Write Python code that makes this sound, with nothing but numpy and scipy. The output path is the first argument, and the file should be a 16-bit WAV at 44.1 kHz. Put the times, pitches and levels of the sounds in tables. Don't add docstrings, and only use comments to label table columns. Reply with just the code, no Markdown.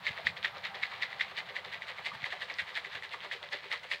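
import sys
import numpy as np
from scipy import signal
from scipy.fft import rfft, irfft
from scipy.io import wavfile
from scipy.ndimage import uniform_filter1d

SR = 44100
rng = np.random.default_rng(int(sys.argv[2]) if len(sys.argv) > 2 else 0)


def materialize(psi):
    bounded = np.clip(np.atleast_2d(psi).T, -1, 1)
    quanta = np.round(bounded * 32767).astype(np.int16)
    wavfile.write(sys.argv[1], SR, quanta)


N = 176400

# peak t/s, rise/s, fall/s, relative rattle level/dB, relative slosh level/dB, wall f/Hz
FORWARD_STROKES = [(0.07, 0.016, 0.032, -33, -55.5, 2055), (0.27, 0.0083, 0.014, -29, -54, 2110),
                   (0.449, 0.01, 0.02, -30.5, -53.5, 1900), (0.652, 0.01, 0.024, -35, -51.5, 1900),
                   (0.834, 0.011, 0.037, -37, -54, 2020), (1.027, 0.0093, 0.019, -33, -52, 1984),
                   (1.21, 0.0095, 0.02, -32.5, -67, 2010), (1.387, 0.013, 0.013, -33.5, -50.5, 2070),
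                   (1.566, 0.011, 0.018, -36, -50, 2020), (1.734, 0.011, 0.022, -38.5, -52, 1970),
                   (1.888, 0.011, 0.023, -37, -48.5, 2000), (2.064, 0.012, 0.021, -33.5, -47, 2090),
                   (2.26, 0.035, 0.017, -38, -47, 1990), (2.423, 0.012, 0.019, -36.5, -51.5, 1980),
                   (2.595, 0.0052, 0.019, -33, -53, 1900), (2.768, 0.013, 0.021, -34, -51, 1970),
                   (2.951, 0.03, 0.025, -38.5, -49.5, 1940), (3.135, 0.014, 0.013, -36.5, -50, 2000),
                   (3.328, 0.011, 0.023, -35, -52.5, 2005), (3.528, 0.0068, 0.035, -35.5, -45, 1990),
                   (3.726, 0.0087, 0.024, -32, -46.5, 2010), (3.918, 0.0072, 0.024, -31, -51, 2070)]
# peak t/s, rise/s, fall/s, relative rattle level/dB, relative slosh level/dB
RETURN_STROKES = [(0.178, 0.014, 0.036, -42, -53), (0.371, 0.005, 0.014, -40, -55.5),
                  (0.558, 0.012, 0.043, -45.5, -49), (0.747, 0.0036, 0.04, -41.5, -48.5),
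                  (0.923, 0.012, 0.056, -41.5, -52), (1.129, 0.044, 0.033, -44.5, -54.5),
                  (1.309, 0.038, 0.017, -44, -53), (1.497, 0.026, 0.017, -42.5, -52.5),
                  (1.648, 0.0035, 0.046, -43.5, -52.5), (1.824, 0.0076, 0.018, -42, -56),
                  (1.985, 0.013, 0.027, -43, -51), (2.147, 0.015, 0.022, -44, -53),
                  (2.327, 0.021, 0.03, -39.5, -50), (2.502, 0.019, 0.048, -42, -49),
                  (2.691, 0.018, 0.024, -41.5, -57), (2.852, 0.011, 0.02, -42, -53),
                  (3.035, 0.0022, 0.018, -38.5, -56.5), (3.245, 0.029, 0.018, -40.5, -46.5),
                  (3.428, 0.0025, 0.034, -44, -50), (3.639, 0.011, 0.058, -46.5, -52),
                  (3.837, 0.0045, 0.038, -44, -51)]
RETURN_HZ, IMPACTS_PER_S = 1992, 2000
def rattle():
    drops, power = np.zeros(N), np.zeros(N)
    t = np.arange(-SR // 8, SR // 4) / SR
    crest = .75
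    for at, rise, fall, db, _, hz in list(FORWARD_STROKES) + [(*row, RETURN_HZ) for row in RETURN_STROKES]:
        force = undb(db + 2) * crest * np.tanh(swell(t, rise, fall) / crest)
        impacts = force * swarm(len(t), IMPACTS_PER_S, spread_db=4.5)
        add(drops, at + t[0], ring(impacts, wall(hz)))
        add(power, at + t[0], force ** 2)
    return drops + undb(-9.5) * np.sqrt(power) * spray()


# f/Hz, relative level/dB
WALL_SPECTRUM = [(200, -50), (500, -26.5), (1000, -20), (1400, -22), (1750, -3), (2000, -6.5), (2250, -4.5),
                 (2650, -10.5), (3600, -10.5), (4300, -13.5), (5400, -30.5), (8000, -37.5), (15000, -65)]
WALL_HZ, WALL_DECAY_S = 2019, .0045
def wall(hz):
    clack = response(WALL_SPECTRUM, hz / WALL_HZ)
    t = np.arange(len(clack)) / SR
    mode = np.exp(-t / WALL_DECAY_S) * np.cos(2 * np.pi * hz * t)
    return unit_energy(clack + undb(-8) * unit_energy(mode))


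# t/s, peak level/dB, wall f/Hz
KNOCKS = [(0.0668, -17.0, 2140.0), (0.0716, -19.0, 2140.0), (0.0757, -23.0, 2040.0),
          (0.1764, -27.5, 1890.0), (0.2686, -12.5, 1950.0), (0.272, -20.0, 2070.0), (0.4467, -16.0, 1850.0),
          (0.4564, -19.0, 1950.0), (0.6546, -24.0, 2030.0), (0.7445, -32, 1800), (0.831, -20.0, 2060.0),
          (0.8352, -15.0, 2140.0), (1.0239, -21.0, 2090.0), (1.0315, -20.0, 1980.0),
          (1.1286, -27.0, 2000.0), (1.1982, -25.0, 1970.0), (1.209, -19.0, 1990.0), (1.2123, -14.0, 2020.0),
          (1.5653, -25.0, 2000.0), (1.8205, -28.0, 2030.0), (1.9844, -30.0, 2100.0),
          (2.0622, -22.0, 2040.0), (2.242, -20.0, 2060.0), (2.3241, -28.0, 1850.0), (2.4197, -25.0, 1850.0),
          (2.5001, -26.0, 2210.0), (2.5059, -27.0, 1980.0), (2.5863, -26.0, 2020.0),
          (2.5946, -22.0, 1960.0), (2.599, -21.0, 2010.0), (2.7744, -22.0, 1950.0), (2.8486, -28.0, 2060.0),
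          (3.0237, -30, 1920), (3.3128, -27.0, 1810.0), (3.7155, -21.0, 2000.0), (3.9145, -21.0, 1930.0)]
# f/Hz, relative level/dB
KNOCK_SPECTRUM = [(200, -48), (800, -31), (1350, -16), (1700, -5.5), (2000, 11), (2300, 0.5), (2800, -20),
                  (3700, -1.5), (4600, -44), (5500, -22.5), (9000, -42), (16000, -71)]
CONTACT_S = .00035
def knocks():
    out = np.zeros(N)
    for at, db, hz in KNOCKS:
        knock = response(KNOCK_SPECTRUM, hz / WALL_HZ)
        t = np.arange(len(knock)) / SR
        knock *= 1 - np.exp(-(t / CONTACT_S) ** 2)
        add(out, at, undb(db) * knock / np.abs(knock).max())
    return out


# t/s, relative peak level/dB, f/Hz
TICKS = [(0.4289, -25, 3400), (0.5824, -38, 4500), (0.6409, -29, 3400), (0.755, -33, 4200),
         (1.0236, -21, 3740), (1.3683, -29, 3870), (1.6482, -32, 3600), (2.3057, -29, 3300),
         (2.5406, -30, 4600), (2.5858, -26, 3700), (2.7536, -25, 3600), (3.0929, -34, 3700),
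         (3.2051, -31, 3050), (3.4291, -28, 3350), (3.489, -32, 3410), (3.5309, -27, 4230)]
# f/Hz, relative level/dB
TICK_SPECTRUM = [(600, -32), (2300, -12), (3500, 0), (4300, -7), (5400, -26), (8000, -42), (14000, -64)]
TICK_HZ = 3500
def ticks():
    out = np.zeros(N)
    for at, db, hz in TICKS:
        tick = response(TICK_SPECTRUM, hz / TICK_HZ)
        add(out, at, undb(db - 1.5) * tick / np.abs(tick).max())
    return out


def spray(per_s=450, pitches=8, pitch_spread=.2):
    shifts = 1 + pitch_spread * np.linspace(-1, 1, pitches)
    streams = (ring(swarm(N, per_s / pitches, spread_db=3.5), response(TICK_SPECTRUM, k)) for k in shifts)
    return sum(streams) / np.sqrt(pitches)


# f/Hz, bandwidth/Hz, relative level/dB
LIQUID_MODES = [(680.6, 74, -1), (788, 96, -1), (908, 95, -2), (986.5, 22, 2.5), (1005, 85, -2.5),
                (1195, 116, 3), (1292, 263, -1), (1640, 150, -5)]
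BUBBLES_PER_S, BUBBLE_SPREAD_DB = 1400, 3.5
def slosh():
    strength = surge(lag_s=.0028, rise_s=.016, fall_s=.018, churn_db=0)
    bubbles = strength * swarm(N, BUBBLES_PER_S, BUBBLE_SPREAD_DB)
    return ring(bubbles, resonances(LIQUID_MODES, low_hz=495, high_hz=2400))


# f/Hz, bandwidth/Hz, relative level/dB
AIR_MODES = [(298, 18.5, -10.5), (390.2, 19.6, -4), (418, 23.5, -3.5), (478.6, 13.7, -0.5),
             (515.7, 14.2, 3.5), (586.8, 15.4, 5.5)]
# t/s, level/dB
GULP_LEVEL = [(0, -1), (.8, -5.5), (1.6, -2), (2.1, -9.5), (2.4, -3.5), (4, -3)]
def gulps():
    strength = surge(lag_s=.0085, rise_s=.022, fall_s=.015, churn_db=-8) * gain_curve(GULP_LEVEL)
    bubbles = strength * swarm(N, BUBBLES_PER_S, BUBBLE_SPREAD_DB)
    return ring(bubbles, resonances(AIR_MODES, low_hz=270, high_hz=607))


# t/s, relative level/dB
CHURN_LEVEL = [(0, -53.5), (1.5, -54), (3, -56.5), (4, -64.5)]
def surge(lag_s, rise_s, fall_s, churn_db):
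    t = np.arange(N) / SR
    power = (gain_curve(CHURN_LEVEL) * undb(churn_db)) ** 2
    for at, _, _, _, db, *_ in list(FORWARD_STROKES) + list(RETURN_STROKES):
        power += (undb(db + 1.5) * swell(t - at - lag_s, rise_s, fall_s)) ** 2
    return np.sqrt(power)


# t/s, f/Hz, level/dB
GLUGS = [(0.197, 690, -45), (0.778, 700, -46), (0.924, 1055, -43), (2.12, 1150, -43), (2.335, 690, -44),
         (3.143, 1080, -43.5), (3.35, 470, -49), (3.736, 1200, -45)]
def glugs(relative_bandwidth=.22):
    out = np.zeros(N)
    t = np.arange(-SR // 16, SR // 8) / SR
    for at, hz, db in GLUGS:
        mode = resonances([(hz, relative_bandwidth * hz, 0)], hz / np.sqrt(2), hz * np.sqrt(2))
        bubbles = unit_rms(ring(swarm(len(t), BUBBLES_PER_S, BUBBLE_SPREAD_DB), mode))
        add(out, at + t[0], undb(db) * swell(t, rise_s=.008, fall_s=.016) * bubbles)
    return out


# f/Hz, relative level/dB
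FIZZ_SPECTRUM = [(2000, -20), (4500, -1), (6500, 0), (8500, -2), (11000, -12), (16000, -36)]
# t/s, level/dB
FOAM_LEVEL = [(0, -38), (1.2, -34.5), (2.1, -29), (2.6, -27.5), (3.55, -29), (4, -25.5)]
def fizz():
    t = np.arange(N) / SR
    strokes = list(FORWARD_STROKES) + list(RETURN_STROKES)
    force = sum(undb(db) * swell(t - at, rise_s=.016, fall_s=.025) for at, _, _, db, *_ in strokes)
    crackle = swarm(N, per_s=2500, spread_db=6) * force * gain_curve(FOAM_LEVEL)
    return ring(crackle, response(FIZZ_SPECTRUM))


# t/s, half-width/s, level/dB
THUMPS = [(0.108, 0.0089, -51), (0.258, 0.012, -50), (0.3, 0.046, -56), (2.149, 0.02, -51),
          (2.233, 0.012, -54.5), (2.626, 0.02, -55.5), (2.96, 0.01, -55), (3.546, 0.012, -60)]
# f/Hz, relative level/dB
THUMP_SPECTRUM = [(30, -38), (60, -22), (85, -5), (125, 0), (175, -7), (260, -16), (800, -50)]
def thumps():
    t = np.arange(N) / SR
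    push = sum(undb(db) * np.exp(-((t - at) / half_width) ** 2) for at, half_width, db in THUMPS)
    return push * noise(THUMP_SPECTRUM)


# t/s, f/Hz, level/dB
TONE = [(.45, 815, -62), (.6, 798, -54.5), (1.3, 788, -63), (1.5, 765, -83)]
def faint_tone(pitch_spread=.0093, flicker_db=4):
    t = np.arange(N) / SR
    times, hz, db = np.array(TONE).T
    pitch = np.interp(t, times, hz) * (1 + pitch_spread * drift())
    amplitude = np.interp(t, times, undb(db), left=0, right=0) * undb(flicker_db * drift())
    return amplitude * np.sin(2 * np.pi * np.cumsum(pitch) / SR)


# t/s, level/dB
RUMBLE_LEVEL = [(0, -62.5), (4, -71.5)]
# f/Hz, relative level/dB
RUMBLE_SPECTRUM = [(40, -40), (85, -0.5), (110, -4.5), (138, 0), (195, -2), (250, -18), (500, -35)]
# f/Hz, relative level/dB
HUSH_SPECTRUM = [(25, -28), (85, -7), (200, -12), (350, -20.5), (600, -10.5), (2000, -2), (4000, -5.5),
                 (6000, -23.5), (10000, -35), (16000, -35)]
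def background():
    return gain_curve(RUMBLE_LEVEL) * noise(RUMBLE_SPECTRUM) + undb(-56) * noise(HUSH_SPECTRUM)


def room(x, t60_s=.14, tail_delay_s=.017, tail_db=-16.5, ceiling_s=.0102, ceiling_db=-21):
    t = np.arange(SR // 2) / SR
    tail = rng.standard_normal(len(t)) * undb(-60 * t / t60_s) * (t > tail_delay_s)
    echoes = undb(tail_db) * unit_energy(tail)
    echoes[int(ceiling_s * SR)] += undb(ceiling_db)
    return x + ring(x, echoes)


def resonances(modes, low_hz, high_hz):
    t = np.arange(SR // 8) / SR
    h = sum((-1) ** k * undb(db) * width * np.exp(-np.pi * width * t) * np.cos(2 * np.pi * hz * t)
            for k, (hz, width, db) in enumerate(modes))
    band = signal.butter(2, [low_hz, high_hz], "band", fs=SR, output="sos")
    return unit_energy(signal.sosfilt(band, h))


def response(spectrum, shift=1, size=1024):
    hz, db = np.array(spectrum).T
    f = np.maximum(np.arange(size // 2 + 1) * SR / size, 1)
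    magnitude = undb(np.interp(np.log(f), np.log(hz * shift), db))
    cepstrum = irfft(np.log(magnitude))
    cepstrum[1:size // 2] *= 2
    cepstrum[size // 2 + 1:] = 0
    return unit_energy(irfft(np.exp(rfft(cepstrum))))


def swarm(count, per_s, spread_db):
    chance, size, side = rng.random(count), rng.standard_normal(count), rng.standard_normal(count)
    return unit_rms((chance < per_s / SR) * undb(spread_db * np.clip(size, -2, 2)) * np.sign(side))


def noise(spectrum):
    return ring(rng.standard_normal(N), response(spectrum, size=4096))


def drift():
    return unit_rms(uniform_filter1d(uniform_filter1d(rng.standard_normal(N), size=1100), size=700))


def swell(t, rise_s, fall_s):
    return np.exp(-np.where(t < 0, -t / rise_s, t / fall_s))


def gain_curve(levels):
    return undb(np.interp(np.arange(N) / SR, *np.array(levels).T))


def ring(x, h):
    return signal.fftconvolve(x, h)[:len(x)]


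def add(out, start_s, x):
    i = int(start_s * SR)
    a, b = max(i, 0), min(i + len(x), N)
    out[a:b] += x[a - i:b - i]


def undb(db):
    return 10 ** (np.asarray(db) / 20)


def unit_rms(x):
    return x / np.sqrt(np.mean(x ** 2) + 1e-20)


def unit_energy(h):
    return h / np.linalg.norm(h)


def scene():
    container = rattle() + knocks() + ticks() + slosh() + gulps() + glugs() + fizz()
    return (room(container) + thumps() + faint_tone() + background())[None]


def record(dry, cutoff_hz=15900):
    return signal.sosfilt(signal.ellip(10, .1, 70, cutoff_hz, fs=SR, output="sos"), dry)


dry = scene()
out = record(dry)
materialize(out)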